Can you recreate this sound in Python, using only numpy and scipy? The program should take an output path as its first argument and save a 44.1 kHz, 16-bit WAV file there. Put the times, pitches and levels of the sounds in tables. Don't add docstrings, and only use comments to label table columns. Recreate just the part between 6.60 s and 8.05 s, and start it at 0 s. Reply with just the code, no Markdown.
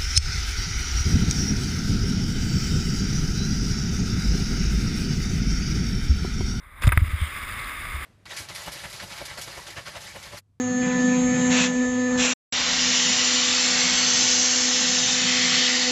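import sys
import numpy as np
from scipy.fft import rfft, irfft, next_fast_len
from scipy.io import wavfile
from scipy.ndimage import map_coordinates

SR = 44100
rng = np.random.default_rng(int(sys.argv[2]) if len(sys.argv) > 2 else 0)


def persist_wave(psi):
    counts = np.round(np.clip(psi, -1, 1) * 32767).astype(np.int16)
    wavfile.write(sys.argv[1], SR, np.atleast_2d(counts).T)


N = 63945
T = np.arange(N) / SR
FFT_SIZE = next_fast_len(N + 8192)
HZ = np.fft.rfftfreq(FFT_SIZE, 1 / SR)

# centre_hz, width_hz, gain_db
CASE_RESONANCES = [(248, 240, -9.5), (600, 163, -12.5), (1174, 166, 1.5), (1276, 91, 1), (1658, 465, -1.5),
                   (2118, 290, 3), (2296, 950, -7), (3534, 410, -8.5), (4913, 460, -17.5), (7090, 520, -20),
                   (8450, 520, -16.5), (9850, 510, -11.5), (10760, 133, -14.5), (13200, 300, -19),
                   (13960, 300, -8.5), (15300, 650, -17)]


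def slide(grains_per_s=2000, grain_db=-7, grain_spread_db=3, crunch_db=1.02, flutter_db=1.0):
    # time_s, level_db
    envelope = [(0, -84), (.205, -60), (.222, -34), (.26, -42.5), (.31, -41.5), (.40, -41), (.46, -39),
                (.56, -36.5), (.68, -35.5), (1.0, -34.5), (1.45, -36)]
    # frequency_hz, gain_db
    snow_eq = [(200, 2), (1000, 2.5), (2000, 3), (3500, 3.5), (6000, 4.5), (10000, 4), (15000, -1)]
    hiss = rng.standard_normal(N)
    sizes = amp(grain_spread_db * np.minimum(rng.exponential(size=N), 3))
    grains = rng.choice([-1, 1], N) * sizes * (rng.random(N) < grains_per_s / SR)
    friction = (hiss + amp(grain_db) * unit(grains)) * amp(crunch_db * wobble(240))
    snow = unit(colour(friction, resonances(CASE_RESONANCES) * shape(snow_eq)))
    return snow * amp(curve(envelope) + flutter_db * wobble(44.5))


def steel_edge():
    # peak_s, length_s, level_db
    scrapes = [(0.638, 0.084, -41)]
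    # centre_hz, width_hz, gain_db
    bands = [(3210, 460, -2.5), (8700, 530, -10)]
    swell = sum(amp(db) * np.exp(-2 * ((T - peak) / length) ** 2) for peak, length, db in scrapes)
    return swell * colour(rng.standard_normal(N), resonances(bands))


def ice_ticks(hold_s=0.00087, t60_s=0.0083):
    # start_s, level_db
    ticks = [(0.7686, -47), (0.8806, -41), (.9228, -36), (.931, -45), (0.9969, -37), (1.0438, -35.5),
             (1.412, -44)]
    # frequency_hz, gain_db
    ice_eq = [(1500, -45), (3500, 1), (4450, 2.5), (6000, -27), (7800, -5), (10000, -10), (12000, -41)]
    return colour(bursts([(start, db, hold_s, t60_s) for start, db in ticks]), shape(ice_eq))


def mount_thumps(attack_s=.007):
    # start_s, level_db, pitch_hz, t60_s, direction (+1 or -1)
    bumps = [(0.2429, -6.5, 52.4, 0.21, -1), (0.2718, 10.5, 97, 0.039, -1), (0.3266, -7.5, 72.5, 0.087, 1),
             (0.373, 7, 82.5, 0.039, 1), (.418, 0, 79.5, 0.07, -1), (.532, -8.5, 76, .09, -1),
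             (0.6157, -6, 74.2, .1, -1), (1.341, -19.5, 69.4, 0.19, -1)]
    out = np.zeros(N)
    for start, db, hz, t60, direction in bumps:
        age = np.maximum(T - start, 0)
        envelope = amp(db - 60 * age / t60) * (1 - np.exp(-age / attack_s))
        out += direction * envelope * np.sin(2 * np.pi * hz * age)
    return out


def case_rattle(rebound_s=.0005, rebound_db=-5, ring_attack_s=.001):
    # start_s, chatter_db, hold_s, t60_s, strike_db, ring_db
    knocks = [(0.226, -42, 0.01, 0.0083, -30, -32), (0.236, -27, 0.0075, 0.011, -11, -21),
              (0.269, -28, 0.0022, 0.054, -34, -28.5), (0.291, -27, 0.0016, 0.027, -5, -36),
              (.3207, -18.5, 0.0028, 0.045, -5, -16.5), (0.3753, -19.5, 0.0029, 0.0077, 2.5, -34)]
    # frequency_hz, gain_db
    knock_eq = [(300, -1), (700, 5), (950, 5.5), (1200, 1), (1600, -1), (2000, -1.5), (2600, -0.5),
                (3200, -3), (4500, -10.5), (7000, -14), (8500, -3.5), (10000, 1.5), (14000, -0.5),
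                (15200, -4)]
    # pitch_hz, level_db, t60_s
    mount_modes = [(964, -12.5, .08), (1243, -3, 0.045), (1573, -10.5, 0.079), (2153, 3.5, 0.018),
                   (2560, -9, .045)]
    contact = bursts([knock[:4] for knock in knocks])
    ring = np.zeros(N)
    for start, _, _, _, strike_db, ring_db in knocks:
        contact[round(start * SR)] += amp(strike_db)
        contact[round((start + rebound_s) * SR)] += amp(strike_db + rebound_db)
        age = np.maximum(T - start, 0)
        modes = sum(amp(db - 60 * age / t60) * np.sin(2 * np.pi * (hz * age + rng.random()))
                    for hz, db, t60 in mount_modes)
        ring += amp(ring_db) * (1 - np.exp(-age / ring_attack_s)) * modes
    return colour(contact, resonances(CASE_RESONANCES) * shape(knock_eq)) + ring


def mount_creaks():
    # start_s, level_db, hold_s, t60_s
    creaks = [(.216, -51, 0.0081, .02), (.221, -31.5, 0.0017, 0.021), (.227, -36.5, 0.031, 0.04),
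              (.2693, -27.5, .003, 0.0074), (.275, -23.5, 0.0028, 0.015), (.3625, -41, 0.0069, 0.021)]
    # frequency_hz, gain_db
    creak_eq = [(500, 7.5), (2000, -11.5), (3500, 3.5), (5000, 4.5), (7000, 5.5), (9500, -1), (15000, -26)]
    return colour(bursts(creaks), resonances(CASE_RESONANCES) * shape(creak_eq))


def wind(buffet_db=2, flutter_db=1.0):
    # time_s, level_db
    gusts = [(0, -55), (.16, -48.5), (.225, -38.5), (.31, -29.5), (.49, -34), (.6, -39.5), (.72, -42.5),
             (.82, -39.5), (.92, -35.5), (1.1, -41.5), (1.28, -40), (1.45, -41)]
    # frequency_hz, gain_db
    rumble_eq = [(15, -8.5), (35, 6.5), (80, 3.5), (120, -6.5), (180, -14.5), (300, -22.5), (700, -52),
                 (3000, -81)]
    # time_s, level_db
    airflow = [(0, -52), (.14, -50.5), (.2, -44.5), (.42, -50.5), (1.45, -40)]
    # frequency_hz, gain_db
    air_eq = [(200, -0.5), (650, 3), (950, 4.5), (1300, -0.5), (2100, -1), (3000, -8), (3600, -1.5),
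              (5000, -8.5), (7200, -7), (8500, -1.5), (10000, 0), (14000, -3), (15200, -9)]
    rumble = unit(colour(rng.standard_normal(N), shape(rumble_eq)) * amp(buffet_db * wobble(12.82)))
    hiss = colour(rng.standard_normal(N), resonances(CASE_RESONANCES) * shape(air_eq))
    return rumble * amp(curve(gusts)) + hiss * amp(curve(airflow) + flutter_db * wobble(60.9))


def bursts(rows):
    envelope = sum((T >= start) * amp(db - 60 * np.maximum(T - start - hold, 0) / t60)
                   for start, db, hold, t60 in rows)
    return envelope * rng.choice([-1, 1], N)


def resonances(bands, leak_db=-65):
    peaks = sum(amp(db) ** 2 / (1 + 2 * ((HZ - hz) / width) ** 2) ** 2 for hz, width, db in bands)
    return np.sqrt(peaks + amp(leak_db) ** 2)


def shape(points):
    hz, db = np.transpose(points)
    return amp(np.interp(np.log(HZ + 1), np.log(hz + 1), db))


def colour(x, gain):
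    cepstrum = irfft(np.log(np.maximum(unit(gain), 1e-6)), FFT_SIZE)
    cepstrum[1:FFT_SIZE // 2] *= 2
    cepstrum[FFT_SIZE // 2 + 1:] = 0
    return irfft(rfft(x, FFT_SIZE) * np.exp(rfft(cepstrum)), FFT_SIZE)[:N]


def curve(points):
    return np.interp(T, *np.transpose(points))


def wobble(knots_per_s):
    return map_coordinates(rng.standard_normal(int(N * knots_per_s / SR) + 4), [T * knots_per_s])


def amp(db):
    return 10 ** (np.asarray(db) / 20)


def unit(x):
    return x / np.sqrt(np.mean(x ** 2) + 1e-20)


def scene():
    board = slide() + steel_edge() + ice_ticks()
    return (board + wind() + mount_thumps() + case_rattle() + mount_creaks())[None]


def record(dry):
    whine_hz, whine_db, top_hz = 12000, -37, 15400
    with_whine = dry * (1 + amp(whine_db) * np.sin(2 * np.pi * whine_hz * T))
    return irfft(rfft(with_whine, FFT_SIZE) * (HZ < top_hz), FFT_SIZE)[:, :N]


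dry = scene()
out = record(dry)
persist_wave(out)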